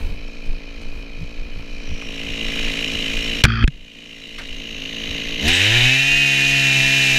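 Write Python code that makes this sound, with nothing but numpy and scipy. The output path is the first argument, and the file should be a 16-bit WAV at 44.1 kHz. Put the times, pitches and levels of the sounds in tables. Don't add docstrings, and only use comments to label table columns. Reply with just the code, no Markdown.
import sys
import numpy as np
from scipy import signal
from scipy.io import wavfile
from scipy.ndimage import uniform_filter1d

SR = 44100
rng = np.random.default_rng(int(sys.argv[2]) if len(sys.argv) > 2 else 0)


def volts(x):
    e = np.asarray(x, float) / 20
    return 10 ** e


def generate_wav(sig):
    pcm = np.round(np.clip(np.atleast_2d(sig).T, -1, 1) * 32767).astype(np.int16)
    wavfile.write(sys.argv[1], SR, pcm)


N = 316638
TIME = np.arange(N) / SR
FREE_HZ = 139.9

# (time [s], share [0-1])
UNEVEN_FIRING = [(0, 0.11), (5.3, 0.09), (5.5, 0), (6.06, 0), (6.11, 0.41), (7.18, 0.41)]
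# (time [s], share [0-1])
CLOSENESS = [(0, 0), (1.85, 0.08), (2.15, 0.72), (7.18, 1)]


def evened(x):
    return x / np.sqrt(np.mean(x ** 2) + 1e-20)


def levelled(x):
    power = uniform_filter1d(uniform_filter1d(x ** 2, size=6000), size=6000)
    return x / np.sqrt(power + 1e-12)


def columns(rows):
    s, *rest = np.transpose(rows)
    return [np.interp(TIME, s, c) for c in rest]


def colour(x, points):
    f, db = np.transpose(points)
    hz = abs(np.fft.fftfreq(8192, 1 / SR))
    gain_db = np.interp(np.log(hz + 1), np.log(f), db, -90, -90)
    log_gain = np.log(volts(np.maximum(gain_db, -90)))
    taps = np.fft.ifft(np.exp(log_gain - 1j * signal.hilbert(log_gain).imag)).real[:4096]
    return evened(signal.oaconvolve(x, taps)[:N])


def ring(x, hz, width):
    return signal.lfilter(*signal.iirpeak(hz, hz / width, SR), x)


def wander(per_s):
    return evened(signal.lfilter(*signal.butter(2, per_s, fs=SR), rng.standard_normal(N)))


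def ticks(turns, delay):
    return np.diff(np.floor(turns - delay), prepend=0).clip(0, 1)


def orders(turns, table, flutter_db):
    total = 0
    for k, db in table:
        gain = volts(db + flutter_db * wander(4.6))
        total = total + gain * np.cos(2 * np.pi * (k * turns + rng.random()))
    return total


def lift():
    start_s, length_s = 1.5, 1.22
    return np.sin(np.pi / 2 * np.clip((TIME - start_s) / length_s, 0, 1)) ** 2


def hiss():
    return volts(-84) * rng.standard_normal(N)


def wind(throttle):
    # (time [s], sway level [dB], thud level [dB])
    lumps = [(.03, -19, -53), (.13, -25, -29), (.24, -30, -50), (.5, -18.5, -33), (.85, -28.5, -31),
             (.95, -23.5, -52), (1.22, -28, -22.5), (1.42, -25, -40), (1.58, -25, -27), (1.77, -28, -30),
             (1.92, -23, -23), (2.05, -31, -34), (2.3, -30, -30), (2.48, -27, -36), (2.64, -22, -36),
             (2.96, -32, -27), (3.17, -23, -32), (3.34, -28.5, -30), (3.77, -14, -36), (4.4, -24, -45),
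             (4.52, -19.5, -36), (4.74, -29, -29), (5.12, -31, -21.5), (5.31, -29, -45), (5.49, -23.5, -29),
             (5.81, -21.5, -42), (6.14, -27, -42), (6.51, -31, -45), (6.82, -30, -44), (7.15, -30, -42)]
    sway_s, thud_s = 0.058, 0.021
    calm_sway_db, calm_thud_db, close_thud_db, drilling_db = -33, -60, 14, -11
    sway_power = volts(2 * (calm_sway_db + drilling_db * throttle))
    thud_power = volts(2 * (calm_thud_db + close_thud_db * lift() + drilling_db * throttle))
    for s, sway_db, thud_db in lumps:
        sway_power = sway_power + volts(2 * sway_db) * np.exp(-((TIME - s) / sway_s) ** 2)
        thud_power = thud_power + volts(2 * thud_db) * np.exp(-((TIME - s) / thud_s) ** 2)
    sway = colour(rng.standard_normal(N), [(8, -20.5), (18, 10), (40, -7), (55, -18.0), (70, -8)])
    thud = colour(rng.standard_normal(N), [(40, -60), (55, 5.5), (100, -9.5), (150, -11), (220, -10)])
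    return np.sqrt(sway_power) * levelled(sway) + volts(-6.0) * np.sqrt(thud_power) * levelled(thud)


def knocks():
    # (time [s], peak level [dB], length [s], centre [Hz], width [Hz])
    cracks = [(3.4372, 4.5, 0.0075, 2100, 2440), (3.4505, 3, 0.0041, 1770, 1830),
              (3.639, -12, 0.0049, 2580, 580), (3.627, -24, 0.0038, 3000, 880),
              (3.6765, -9.5, 0.0039, 2100, 1600), (2.021, -26, 0.0061, 1400, 2200),
              (2.673, -22.5, 0.0065, 1400, 1700), (4.384, -23, 0.015, 2150, 2600),
              (5.478, -14.5, 0.021, 3070, 6900), (5.53, -24, 0.06, 8000, 560), (.455, -45, .02, 5000, 4900),
              (.815, -42, .02, 3400, 5330), (4.392, -31, 0.04, 670, 2900), (3.7, -42.5, 0.19, 170, 170),
              (4.39, -31, .04, 1700, 900)]
    # (time [s], peak level [dB], start pitch [Hz], droop [1/s], decay [s])
    pushes = [
        (3.441, 7, -100, 5, 0.0039),
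        (3.4534, -2, 139, 4.5, 0.0061),
        (3.643, 2, 66, 27, 0.012),
        (3.679, -8, 147, 1.6, 0.0078),
    ]
    out, t = np.zeros(N), np.arange(12000) / SR
    for s, db, length, hz, width in cracks:
        noise = rng.standard_normal(len(t)) * np.exp(-(t / length) ** 2) * np.minimum(t / 0.0012, 1)
        body = ring(ring(noise, hz, width), hz, width)
        edge = ring(ring(noise, 4600, 3000), 5000, 3500)
        crack = body + 0.014 * edge
        out[round(s * SR):][:len(t)] += volts(db) * crack / abs(crack).max()
    for s, db, hz, droop, decay in pushes:
        push = np.sin(2 * np.pi * hz * t / (1 + droop * t)) * np.exp(-t / decay)
        out[round(s * SR):][:len(t)] += volts(db) * push
    return out


def touch():
    # (time [s], shake level [dB], buzz level [dB])
    contact = [
        (3.458, -16, -20),
        (3.478, -18, -34),
        (3.484, -18, -25.5),
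        (3.606, -20, -26.5),
        (3.644, -14, -23.5),
    ]
    # (multiple of the shaft speed, level [dB])
    shake_orders = [(1, 1.5), (2, 4.5), (3, -16), (4, -2.5), (5, -25), (6, -17), (7, -23), (8, -27)]
    # (frequency [Hz], density [dB per Hz])
    case_colour = [(410, -50), (700, -22), (1010, -25), (1200, -4), (1380, 0.5), (2240, -13.5),
                   (2530, -2.5), (2880, -26), (3210, -1.5), (3880, -34), (4530, -12.5), (5540, -30),
                   (6090, -33), (7280, -55), (12000, -66), (15600, -88), (22000, -120)]
    turns = (TIME - 3.4665) * 56.6
    shake_db, buzz_db = columns(contact)
    held = np.clip(np.minimum(TIME - contact[0][0], contact[-1][0] - TIME) / 0.0019, 0, 1)
    shake = 0
    for k, db in shake_orders:
        shake = shake + volts(db + 3.3 * wander(38)) * np.sin(2 * np.pi * k * turns + 0.69 * k)
    from_blow = (turns % 1 - .1 + .5) % 1 - .5
    rattle = (.45 + .8 * np.exp(-from_blow ** 2 / 0.015)) * rng.standard_normal(N)
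    buzz = colour(rattle, case_colour)
    return held * (volts(shake_db) * evened(shake) + volts(buzz_db) * buzz)


def whine(speed):
    # (multiple of the shaft speed, level [dB])
    blades_and_teeth = [(13, -9.5), (14, -10), (16, -14), (18, 2), (18.5, -9), (19, -22), (19.5, -10.5),
                        (20, 0.5), (22, -7.5)]
    mesh_hz, mesh_span_hz = 113, 9
    turns = np.cumsum(speed * (1 + 0.002 * wander(27.0))) / SR
    onset = np.clip((speed - mesh_hz) / mesh_span_hz, 0, 1)
    fan = [r for r in blades_and_teeth if r[0] < 18.7]
    gear = [r for r in blades_and_teeth if r[0] > 18.7]
    fan_db = -22 + .55 * (speed - FREE_HZ)
    tones = volts(fan_db) * orders(turns, fan, 1.3) + volts(-21.5) * orders(turns, gear, 0.77)
    return np.sqrt(2) * onset * tones


def burst(turns, strength, depth, first, second):
    swell = first * np.exp(-(turns % 1) / .11) + second * np.exp(-((turns - .22) % 1) / .12)
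    swell = uniform_filter1d(strength * swell, size=90)
    return (1 - depth + 3 * depth * swell) * volts(.5 * wander(25)) * rng.standard_normal(N)


def leak(turns, strength, throttle):
    return levelled(burst(turns - .08, strength, .5 - 0.21 * throttle, 0.3, 0.64))


def vent(gas):
    hz, width_hz = 5750, 600
    sweep = np.exp(-((TIME - 1.97) / .2) ** 2)
    return volts(-50) * sweep * evened(ring(ring(gas, hz, width_hz), hz, width_hz))


def fizz(gas):
    # (frequency [Hz], density [dB per Hz])
    usual_side = [(2470, -26), (4200, -0.5), (4530, -5.5), (6710, -4.5), (7320, -9), (7610, -13),
                  (8210, -13.5), (9410, -20.5), (10800, -20.5), (11900, -18.5), (14600, -31.5),
                  (15500, -33)]
    # (frequency [Hz], density [dB per Hz])
    other_side = [(2470, -25), (4200, 1), (4710, -8.5), (5490, -5), (6500, 1), (7570, -20), (8210, -19),
                  (10600, -25), (11800, -17), (14700, -30), (15500, -34)]
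    turned = columns([(4.5, 0.11), (4.62, 1), (5.4, 1), (5.5, 0.022)])[0]
    return (1 - turned) * colour(gas, usual_side) + turned * colour(gas, other_side)


def piston_knock(turns, strength):
    t = np.arange(0, .005, 1 / SR)
    wavelet = np.hanning(len(t)) * np.sin(2 * np.pi * 2880 * t)
    return volts(-7) * evened(signal.oaconvolve(ticks(turns, .14) * strength, wavelet)[:N])


def clatter(turns, throttle, strength):
    # (frequency [Hz], density [dB per Hz])
    low_shell = [(620, -32), (800, -19), (900, -26), (1050, -18), (1140, -30), (1310, -13.5), (1530, -20.5),
                 (1690, -14), (1960, -19.5), (2370, -3.5), (2480, 0), (2740, -11), (3080, -10),
                 (3510, -24.5), (3870, -10), (4800, -19), (6240, -26.5), (10600, -120)]
    # (frequency [Hz], density [dB per Hz])
    near_shell = [(680, -44), (1150, -21.5), (1280, -26), (1580, -18.5), (1730, -14), (1900, -13),
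                  (2040, -6.5), (2360, -9.5), (2870, 3.5), (3030, -1), (3370, -12), (3870, -5),
                  (4180, -12.5), (4800, -20), (6240, -70), (10600, -120)]
    # (frequency [Hz], density [dB per Hz])
    open_shell = [(470, -55), (800, -19), (889, -37), (979, -20), (1170, -25), (1550, -11), (1740, -3.5),
                  (2060, -3), (2230, -5), (2520, 0.5), (3020, 2.5), (3300, -9.5), (3890, -1.5), (4320, -37),
                  (4800, -22), (6240, -59), (10600, -120)]
    # (frequency [Hz], width [Hz], level [dB])
    loose_tin = [(2970, 26, -13), (5497, 60, -22.5), (6150, 83, -38), (2074, 33, -22.5), (2454, 19, -19),
                 (3980, 37, -18.5)]
    slaps = (ticks(turns, .02) - ticks(turns, .24)) * strength * np.sqrt(SR / 120)
    near = columns(CLOSENESS)[0]
    depth = .36 + .16 * near - .29 * throttle
    slap_gain = volts(-12 + 3 * near - 4 * throttle)
    blows = levelled(burst(turns, strength, depth, .75, 1.15) + slap_gain * slaps)
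    idle = (1 - near) * colour(blows, low_shell) + near * colour(blows, near_shell)
    for hz, width, db in loose_tin:
        idle += volts(db + 2.2 * wander(4)) * evened(ring(blows, hz, width))
    idle += near * piston_knock(turns, strength)
    driven = volts(-1) * colour(blows, open_shell)
    return levelled((1 - throttle) * idle + throttle * driven) * volts(-3 * throttle)


def muffler(turns):
    hz, width_hz = 240, 110
    chance = rng.standard_normal((int(turns[-1]) + 1, 2))[turns.astype(int)]
    delay = .955 + .025 * np.clip(chance[:, 0], -3, 1.5)
    back = ticks(turns, delay) * volts(2.5 * chance[:, 1])
    return volts(-3) * evened(ring(ring(back, hz, width_hz), hz, 2 * width_hz))


def idle_exhaust(turns, strength):
    # (frequency [Hz], level [dB])
    pipe = [(30, -44), (55, -8), (110, -5), (170, -5), (225, 2.5), (270, 0.5), (335, -6), (390, -12),
            (445, -2), (560, -12.5), (700, -17.5), (830, -15), (950, -22), (1150, -28.5), (1400, -36),
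            (2500, -53)]
    puffs = (ticks(turns, .52) + .15 * ticks(turns, .87)) * np.sqrt(strength)
    idle = colour(puffs + .006 * rng.standard_normal(N), pipe)
    idle += muffler(turns)
    idle -= .5 * (1 - columns(CLOSENESS)[0]) * ring(idle, 110, 130)
    port = [(300, -36), (550, -3.0), (800, 1), (1100, -6), (1400, -37)]
    idle += volts(-10.5) * colour(ticks(turns, .5) * strength ** 2, port)
    return idle


def open_exhaust(turns, speed):
    # (multiple of the shaft speed, level as the clutch bites [dB], climbing [dB], at full speed [dB])
    pull_orders = [(1, -8.5, 0, -5.5), (2, -20.5, -10.5, -10.5), (3, -12.5, -15.5, -22.5),
                   (4, -17.5, -20, -31), (5, -16.5, -19.5, -15.5), (6, -24, -16.5, -24),
                   (7, -27, -21, -30.5), (8, -31, -26, -35), (9, -19, -27, -31), (10, -32, -35, -22),
                   (11, -32, -29, -34), (12, -29, -17.5, -41)]
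    pull_speeds = [85, 119.4, 139.2]
    # (multiple of the shaft speed, level [dB])
    half_orders = [(.5, -25), (1.5, -18.5), (2.5, -19.5), (3.5, -23), (4.5, -28), (5.5, -35), (6.5, -29),
                   (7.5, -29)]
    wholes = [(k, np.interp(speed, pull_speeds, db)) for k, *db in pull_orders]
    pull = orders(turns, wholes, 1.56)
    pull = pull + 2.58 * columns(UNEVEN_FIRING)[0] * orders(turns, half_orders, 1.3)
    roar = colour(rng.standard_normal(N), [(60, -11), (300, -12), (900, -14), (1400, -37)])
    return volts(12.5) * pull + volts(-15) * roar


def exhaust(turns, speed, strength):
    up = np.clip((speed - 60) / 22, 0, 1)
    return (1 - up) * volts(-2.0) * idle_exhaust(turns, strength) + up * open_exhaust(turns, speed)


def levels(speed, throttle):
    # (held low [dB], held close [dB], open throttle [dB], more under load [dB], bark as it opens [dB])
    layers = [
        (-39.5, -30.5, -33, 5, 8),
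        (-42.5, -25.5, -17, 6.5, -1),
        (-62, -39.5, -27.5, 1.5, 1.5),
    ]
    up = lift()
    load = np.clip((FREE_HZ - speed) / 15.2, 0, 1)
    bark = np.exp(-((TIME - 5.45) / 0.047) ** 2)
    out = []
    for low_db, near_db, open_db, load_db, bark_db in layers:
        idle_db = low_db + up * (near_db - low_db)
        out.append((1 - throttle) * idle_db + throttle * (open_db + load_db * load) + bark_db * bark)
    spray_db = 3 * np.maximum(TIME - 6.25, 0)
    stride_db = 3.5 * (1 - up) * np.cos(2 * np.pi * (TIME - 0.806) / .47)
    return out[0], out[1], out[2] + spray_db + stride_db


def scene():
    # (time [s], speed [Hz])
    shaft_speed = [(0, 56.83), (0.44, 55.94), (1.7, 57.38), (1.9, 55.77), (3.16, 55.07), (3.74, 57.03),
                   (4.44, 54.72), (5.37, 55.29), (5.5, 85.1), (5.58, 90.3), (5.76, 118.2), (6.0, 135.5),
                   (6.19, 140), (6.386, 136.4), (6.518, 137.7), (6.782, 133.9), (6.97, 135.2),
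                   (7.18, 132.6)]
    # (time [s], level [dB])
    duck = [
        (3.42, 0.5),
        (3.425, -16.5),
        (3.66, -30),
        (3.72, -21.5),
        (3.8, -21),
        (3.97, -16),
        (5.15, -2),
        (5.4, -2),
    ]
    speed = columns(shaft_speed)[0]
    throttle = np.clip((speed - 58) / 25, 0, 1)
    hunting = .5 * (1 - throttle) * wander(6)
    turns = np.cumsum(speed * (1 + 0.00467 * wander(23.97)) + hunting) / SR + 0.307
    count = np.floor(turns).astype(int)
    strength = volts(.7 * rng.standard_normal(count[-1] + 1))[count]
    strength = strength * (1 + columns(UNEVEN_FIRING)[0] * (-1) ** count)

    pipe_db, clatter_db, fizz_db = levels(speed, throttle)
    gas = leak(turns, strength, throttle)
    airborne = wind(throttle) + vent(gas) + volts(fizz_db) * fizz(gas)
    airborne += volts(clatter_db) * clatter(turns, throttle, strength)
    airborne += volts(pipe_db) * exhaust(turns, speed, strength)
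    mix = hiss() + knocks() + touch() + whine(speed) + volts(columns(duck)[0]) * airborne
    return mix[None]


def roll_off(x):
    return signal.sosfilt(signal.butter(12, 15610, fs=SR, output="sos"), x)


def record(dry):
    clipped = np.clip(dry, -.99, .99)
    return roll_off(clipped)


dry = scene()
out = record(dry)
generate_wav(out)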